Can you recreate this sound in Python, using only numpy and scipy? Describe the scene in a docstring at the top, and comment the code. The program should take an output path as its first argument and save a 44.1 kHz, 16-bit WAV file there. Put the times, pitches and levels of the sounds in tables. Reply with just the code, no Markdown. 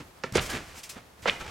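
"""A rider bounces twice on a garden trampoline with a wheelless skateboard deck under the shoes.
Light wind runs throughout; at the start the springs creak and the mat thumps softly. At 0.24 s the feet
tap the deck in the air and it rings. At about 0.35 s the first landing scuffs, knocks and clacks, with a
short echo off hedge and house; the mat thumps, the springs creak and ring as they stretch, and the
fabric swishes on the rebound. The second landing comes at about 1.25 s."""
import sys
import numpy as np
from scipy import signal
from scipy.fft import rfft, irfft
from scipy.io import wavfile
from scipy.ndimage import uniform_filter1d

SR = 44100
rng = np.random.default_rng(int(sys.argv[2]) if len(sys.argv) > 2 else 0)


def wav_record(signal):
    """Record a signal, one row per channel, as 16-bit PCM in the file named by sys.argv[1]."""
    frames = np.transpose(np.atleast_2d(signal))
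    bounded = np.clip(frames, -1, 1)
    # unit amplitude maps onto the largest positive 16-bit level
    quanta = np.round(bounded * 32767).astype(np.int16)
    wavfile.write(sys.argv[1], SR, quanta)


N = 66150
T = np.arange(N) / SR
BIN_HZ = np.arange(N // 2 + 1) * SR / N


def from_db(db):
    """Decibels to gain."""
    return 10 ** (np.asarray(db) / 20)


def rms_one(x):
    """Scale to rms 1."""
    return x / np.sqrt(np.mean(x ** 2) + 1e-20)


def per_bin(curve):
    """Spread a curve over the spectrum on a log-frequency axis."""
    hz, values = np.transpose(curve)
    return np.interp(np.log(BIN_HZ + 1), np.log(hz), values)


def filtered(x, hz, kind, order=2):
    """Causal Butterworth filter."""
    edges_hz = np.sort(np.clip(hz, 10, .45 * SR), axis=None).squeeze()
    return signal.sosfilt(signal.butter(order, edges_hz, kind, fs=SR, output="sos"), x + 1e-18)


def ring(start_s, hz, t60_s):
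    """A struck sine that dies away."""
    age_s = np.maximum(T - start_s, 0)
    return np.sin(2 * np.pi * hz * age_s) * np.exp(-np.log(1000) * age_s / t60_s)


def envelope(start_s, attack_s, hold_s, t60_s):
    """Linear attack, hold, exponential release."""
    release_s = np.maximum(T - start_s - attack_s - hold_s, 0)
    return np.clip((T - start_s) / attack_s, 0, 1) * np.exp(-np.log(1000) * release_s / t60_s)


def white():
    """Two unrelated white noises."""
    return rng.standard_normal((2, N))


def grains(per_s, spread_db):
    """Two streams of random stick-slip clicks of uneven size."""
    sizes = from_db(spread_db * np.minimum(rng.exponential(1, (2, N)), 4))
    return (rng.random((2, N)) < per_s / SR) * sizes * rng.choice([-1, 1], (2, N))


def levelled(x, samples):
    """Ride the gain of a noise to hold it steady."""
    power = np.mean(np.atleast_2d(x) ** 2, axis=0)
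    return x / np.sqrt(uniform_filter1d(power, samples) + 1e-12)


# Narrow image of close sounds: frequency_hz, left_right_correlation
CLOSE_IMAGE = [(40, 1), (200, 1), (500, 0.97), (1100, 0.72), (2200, 0.77), (4500, 0.94), (8000, 0.77),
               (13000, 0.96)]
def stereo(pair, eq, image=CLOSE_IMAGE):
    """EQ two unrelated signals and use them as mid and side; rms 1."""
    mid, side = rfft(pair) * from_db(per_bin(eq))
    alike = np.clip(per_bin(image), -1, 1)
    return rms_one(irfft(np.sqrt(1 + alike) * mid + np.sqrt(1 - alike) * side * [[1], [-1]], N))


# Full pan, added right and taken from left: frequency_hz, gain_db
PAN_CURVE = [(100, 0.9), (400, 1.14), (1150, 3), (2400, 1), (8000, 1.5), (13000, 2.5)]
SPRINGS_PAN = 0.28
def pan_right(x, amount=1):
    """Lean a source to the right, most in the midrange."""
    lean_db = amount * per_bin(PAN_CURVE)
    return irfft(rfft(x) * from_db(lean_db * np.array([[-1], [1]])), N)


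# Bass-heavy air: frequency_hz, gain_db
WIND_EQ = [(25, -43), (60, -1.5), (110, -6.5), (250, -11), (600, -12), (1300, -15), (2500, -22),
           (6000, -26.5), (11000, -30.5), (16000, -36.5)]
# Its diffuse image: frequency_hz, left_right_correlation
WIND_IMAGE = [(80, 1), (400, 0.53), (2400, 0.11), (8000, 0.35), (13000, 0.98)]
def wind(level_db=-53.5, flutter_db=1.5):
    """A bed of light, slightly fluttering wind."""
    flutter = rms_one(filtered(rng.standard_normal(N), 5.9, "low"))
    return from_db(level_db + flutter_db * flutter) * stereo(white(), WIND_EQ, WIND_IMAGE)


# Creak fader, tracing the load on the springs: time_s, level_db
CREAK_FADER = [(0, -43), (.012, -46), (.04, -59), (.09, -72), (.23, -58), (.26, -47), (.32, -55),
               (.36, -31), (.41, -36), (.488, -43.5), (.497, -34.5), (.518, -37.5), (.545, -32.5),
               (.575, -35), (.595, -42), (.66, -49.5), (.74, -50), (.78, -47), (.82, -56), (.94, -53.5),
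               (.98, -47.5), (1.005, -55.5), (1.08, -65.5), (1.21, -63.5), (1.27, -45.5), (1.305, -36),
               (1.34, -41), (1.39, -48), (1.412, -36.5), (1.44, -45), (1.47, -41.5), (1.5, -41.5)]
# Creak colour, with a soft top: frequency_hz, gain_db
CREAK_EQ = [(60, 2), (200, -1.5), (700, -0.5), (1300, -0.5), (2400, -1.5), (4000, -8.5), (7000, -14),
            (11000, -25), (16000, -38)]
def spring_creak():
    """Hooks stick and slip in their rings under load."""
    friction = levelled(stereo(grains(per_s=5000, spread_db=2.5), CREAK_EQ), samples=1200)
    level_db = np.interp(T, *np.transpose(CREAK_FADER))
    return pan_right(friction * from_db(level_db), SPRINGS_PAN)


# The mat takes a load: start_s, level_db, attack_s, t60_s, low_cut_hz, high_cut_hz
THUMP_CUES = [(.002, -39.5, 0.0031, 0.13, 89.5, 365), (.240, -43, 0.0037, 0.26, 71.5, 246),
              (0.322, -34.5, 0.002, 0.17, 60.5, 216), (0.351, -24.5, .002, 0.16, 90, 221),
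              (0.373, -33, 0.0088, 0.44, 38, 148), (0.523, -34, 0.0121, 0.3, 85, 347),
              (0.599, -49.5, .02, .25, 35, 110), (0.951, -44, .016, 0.14, 85, 253),
              (1.224, -48, 0.0028, 0.25, 50, 310), (1.277, -37.5, 0.0072, 0.15, 116, 210),
              (1.405, -43.5, 0.0049, 0.13, 38.8, 128), (1.444, -43.5, 0.0053, 0.33, 56, 157)]
def mat_thumps(swing_gain=1.5, swing_t60_cycles=7.2):
    """The stretched mat answers each load with a damped swing and a rumble of crowded low modes."""
    out = np.zeros(N)
    for start_s, level_db, attack_s, t60_s, low_hz, high_hz in THUMP_CUES:
        rumble = filtered(rng.standard_normal(2 * N), [low_hz, high_hz], "band", order=3)[N:]
        rumble = levelled(rumble, samples=500) * envelope(start_s, attack_s, 0, t60_s)
        pitch_hz = np.sqrt(low_hz * high_hz)
        swing = ring(start_s + attack_s, pitch_hz, swing_t60_cycles / pitch_hz)
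        out += from_db(level_db) * (rumble + swing_gain * filtered(swing, high_hz, "low", order=1))
    return pan_right(out, amount=0.46)


# Soles and deck scuff: start_s, level_db, attack_s, hold_s, t60_s, brightness_hz
SCUFF_CUES = [(0.236, -33.5, 0.00044, 0.0023, 0.12, 5150), (0.349, -26, 0.0022, 0.0053, 0.05, 4880),
              (0.357, -28, 0.00087, 0.017, 0.037, 8200), (0.38, -22, 0.00091, 0.01, 0.052, 3730),
              (0.953, -40.5, 0.013, 0.023, 0.045, 1610), (1.226, -45.5, 0.0017, 0.025, 0.055, 6030),
              (1.254, -25, 0.006, 0.026, .04, 3000), (1.274, -22, 0.0055, 0.0074, 0.067, 4480)]
# Grit colour: frequency_hz, gain_db
SCUFF_EQ = [(60, -30), (160, -5.5), (480, 1.5), (1250, -2.5), (2150, 1.5), (3300, -3.5), (6000, -4.5),
            (10000, -5.5)]
def scuffs():
    """Short gritty slides of sole on grip tape and deck on mat."""
    grit = levelled(stereo(grains(per_s=9000, spread_db=3.5), SCUFF_EQ), samples=250)
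    out = np.zeros((2, N))
    for start_s, level_db, attack_s, hold_s, t60_s, brightness_hz in SCUFF_CUES:
        slide = grit * envelope(start_s, attack_s, hold_s, t60_s)
        out += from_db(level_db) * filtered(slide, brightness_hz, "low", order=3)
    return out


# Shoes hit the deck: start_s, level_db, low_cut_hz, brightness_hz, pitch_ratio, decay_ratio
KNOCK_CUES = [(0.2365, -23.5, 480, 5470, 1.0, 0.62), (0.2399, -22.5, 127, 2170, 1.06, 1.25),
              (0.3544, -8.7, 190, 640, .99, 1.24), (.3788, -17, 102, 2520, .98, 0.41),
              (1.2569, -11, 746, 1060, 1.044, 0.8), (1.2802, -20, 249, 2600, 0.95, 0.94),
              (1.285, -23, 203, 900, 1.15, 0.75)]
# The deck's resonances, before each hit scales them: pitch_hz, level_db, t60_s
DECK_MODES = [(133.6, -17, 0.17), (364, -3, 0.032), (481, -1.5, 0.05), (480, -17, 0.14), (614.5, -28, 0.35),
              (900, -5.5, 0.022), (1278, -6, 0.04), (1740, -3, 0.015), (1666, -21.5, 0.23),
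              (2170, -19, 0.1), (2440, -14, 0.042), (2780, -5.5, 0.012), (4150, -4, 0.0086),
              (5120, -3.5, 0.012), (6560, -19, 0.02)]
def deck_knocks():
    """Each hit rings the deck's modes, retuned by the load and duller for a soft contact."""
    out = np.zeros(N)
    for start_s, level_db, low_hz, brightness_hz, pitch_ratio, decay_ratio in KNOCK_CUES:
        body = np.zeros(N)
        for k, (pitch_hz, mode_db, t60_s) in enumerate(DECK_MODES):
            gain = (-1) ** k * from_db(mode_db + rng.normal(0, 1))
            body += gain * ring(start_s, pitch_hz * pitch_ratio, t60_s * decay_ratio)
        body = filtered(body, brightness_hz, "low", order=3)
        out += from_db(level_db) * filtered(body, low_hz, "high")
    return out


# Hard edges hit: start_s, level_db, low_cut_hz, high_cut_hz
CLACK_CUES = [(0.238, -9, 3100, 6400), (0.242, -19, 810, 6230), (.3553, -0.5, 1470, 8300),
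              (0.3714, 0, 1170, 7600), (.3792, 0.5, 900, 4030), (0.3957, 5.5, 1780, 3750),
              (1.276, -6.5, 2000, 6100), (1.2858, 11, 1990, 2400), (1.2968, 14, 1800, 3630)]
def edge_clacks(tail_db=-30, tail_t60_s=0.02):
    """Hard edges strike with a sharp click and a brief splintery tail."""
    out = np.zeros(N)
    for start_s, level_db, low_hz, high_hz in CLACK_CUES:
        click = signal.unit_impulse(N, int(start_s * SR))
        tail = from_db(tail_db) * rng.standard_normal(N) * envelope(start_s, 1 / SR, 0, tail_t60_s)
        out += from_db(level_db) * filtered(click + tail, [low_hz, high_hz], "band", order=4)
    return out


def garden_echo(x, level_db=-26, predelay_s=0.012, t60_s=0.49, band_hz=(94, 3200)):
    """Dull scattered reflections off hedge and house, different at each ear."""
    tail = filtered(white(), band_hz, "band") * envelope(predelay_s, 0.0059, 0, t60_s)
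    return from_db(level_db) * signal.fftconvolve(x, rms_one(tail) / np.sqrt(N), axes=1)[:, :N]


# Fabric moves: start_s, level_db, attack_s, t60_s
SWISH_CUES = [(0.322, -38, 0.0025, 0.018), (.332, -44.5, 0.011, 0.12), (0.402, -37.5, 0.015, 0.39),
              (.455, -43, 0.0084, 0.073), (0.493, -38.5, 0.0089, 0.22), (.60, -55.5, 0.078, 0.7),
              (0.743, -45.5, 0.048, 0.12), (0.83, -40, 0.0067, 0.16), (0.891, -37, 0.0062, 0.14),
              (1.22, -52, .003, 1), (1.396, -52.5, 0.0045, 0.099)]
# Airy cloth colour: frequency_hz, gain_db
SWISH_EQ = [(300, -28), (1200, -7.5), (2500, 6.5), (3700, 3), (5500, 6), (8400, 4), (10300, -2.5),
            (12400, -1), (13800, -13), (16000, -8.5)]
def fabric_swishes():
    """Woven mat and net rub in soft bright swishes."""
    fader = sum(from_db(level_db) * envelope(start_s, attack_s, 0, t60_s)
                for start_s, level_db, attack_s, t60_s in SWISH_CUES)
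    return stereo(white(), SWISH_EQ) * fader


# Jolts to springs and frame: start_s, level_db, centre_hz, spread_octaves
JOLT_CUES = [(0.357, -44, 1980, 0.21), (.493, -31, 1650, 0.15), (1.282, -30, 2130, 0.47),
             (1.36, -47.5, 2340, .38), (1.403, -39, 1083, 0.45)]
# Their steel resonances: pitch_hz, level_db, t60_s
STEEL_MODES = [(512, 11, 1), (862, 1, 0.44), (1323, 10, 0.16), (1660, 5.5, 0.23), (2000, 6, 0.14),
               (2098, 17, 0.089), (2450, -9, 0.47), (2910, -2, 0.32), (3560, 8, 0.14)]
def spring_ring(springs_per_jolt=3, detune=0.0066, attack_s=0.0046, scatter_db=4.2):
    """Each jolt sets a few springs ringing, no two tuned quite alike."""
    out = np.zeros((2, N))
    for start_s, level_db, centre_hz, spread_octaves in JOLT_CUES:
        fade_in = np.clip((T - start_s) / attack_s, 0, 1)
        for pitch_hz, mode_db, t60_s in STEEL_MODES:
            excitation = np.exp(-.5 * (np.log2(pitch_hz / centre_hz) / spread_octaves) ** 2)
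            springs = [rng.choice([-1, 1]) * ring(start_s, pitch_hz * rng.normal(1, detune), t60_s)
                       for _ in range(springs_per_jolt)]
            ear_gains = from_db(level_db + mode_db + rng.normal(0, scatter_db, (2, 1)))
            out += excitation * ear_gains * np.mean(springs, axis=0) * fade_in
    return pan_right(out, SPRINGS_PAN)


def scene():
    """The deck and its echo, mixed over mat, springs, fabric and wind."""
    deck = pan_right(deck_knocks() + edge_clacks() + scuffs())
    return (deck + garden_echo(deck) + mat_thumps()
            + spring_creak() + spring_ring() + fabric_swishes() + wind())


def record(dry):
    """A steep high cut at 16 kHz on the mix."""
    return signal.sosfilt(signal.ellip(10, .1, 80, 16000, fs=SR, output="sos"), dry)


dry = scene()
out = record(dry)
wav_record(out)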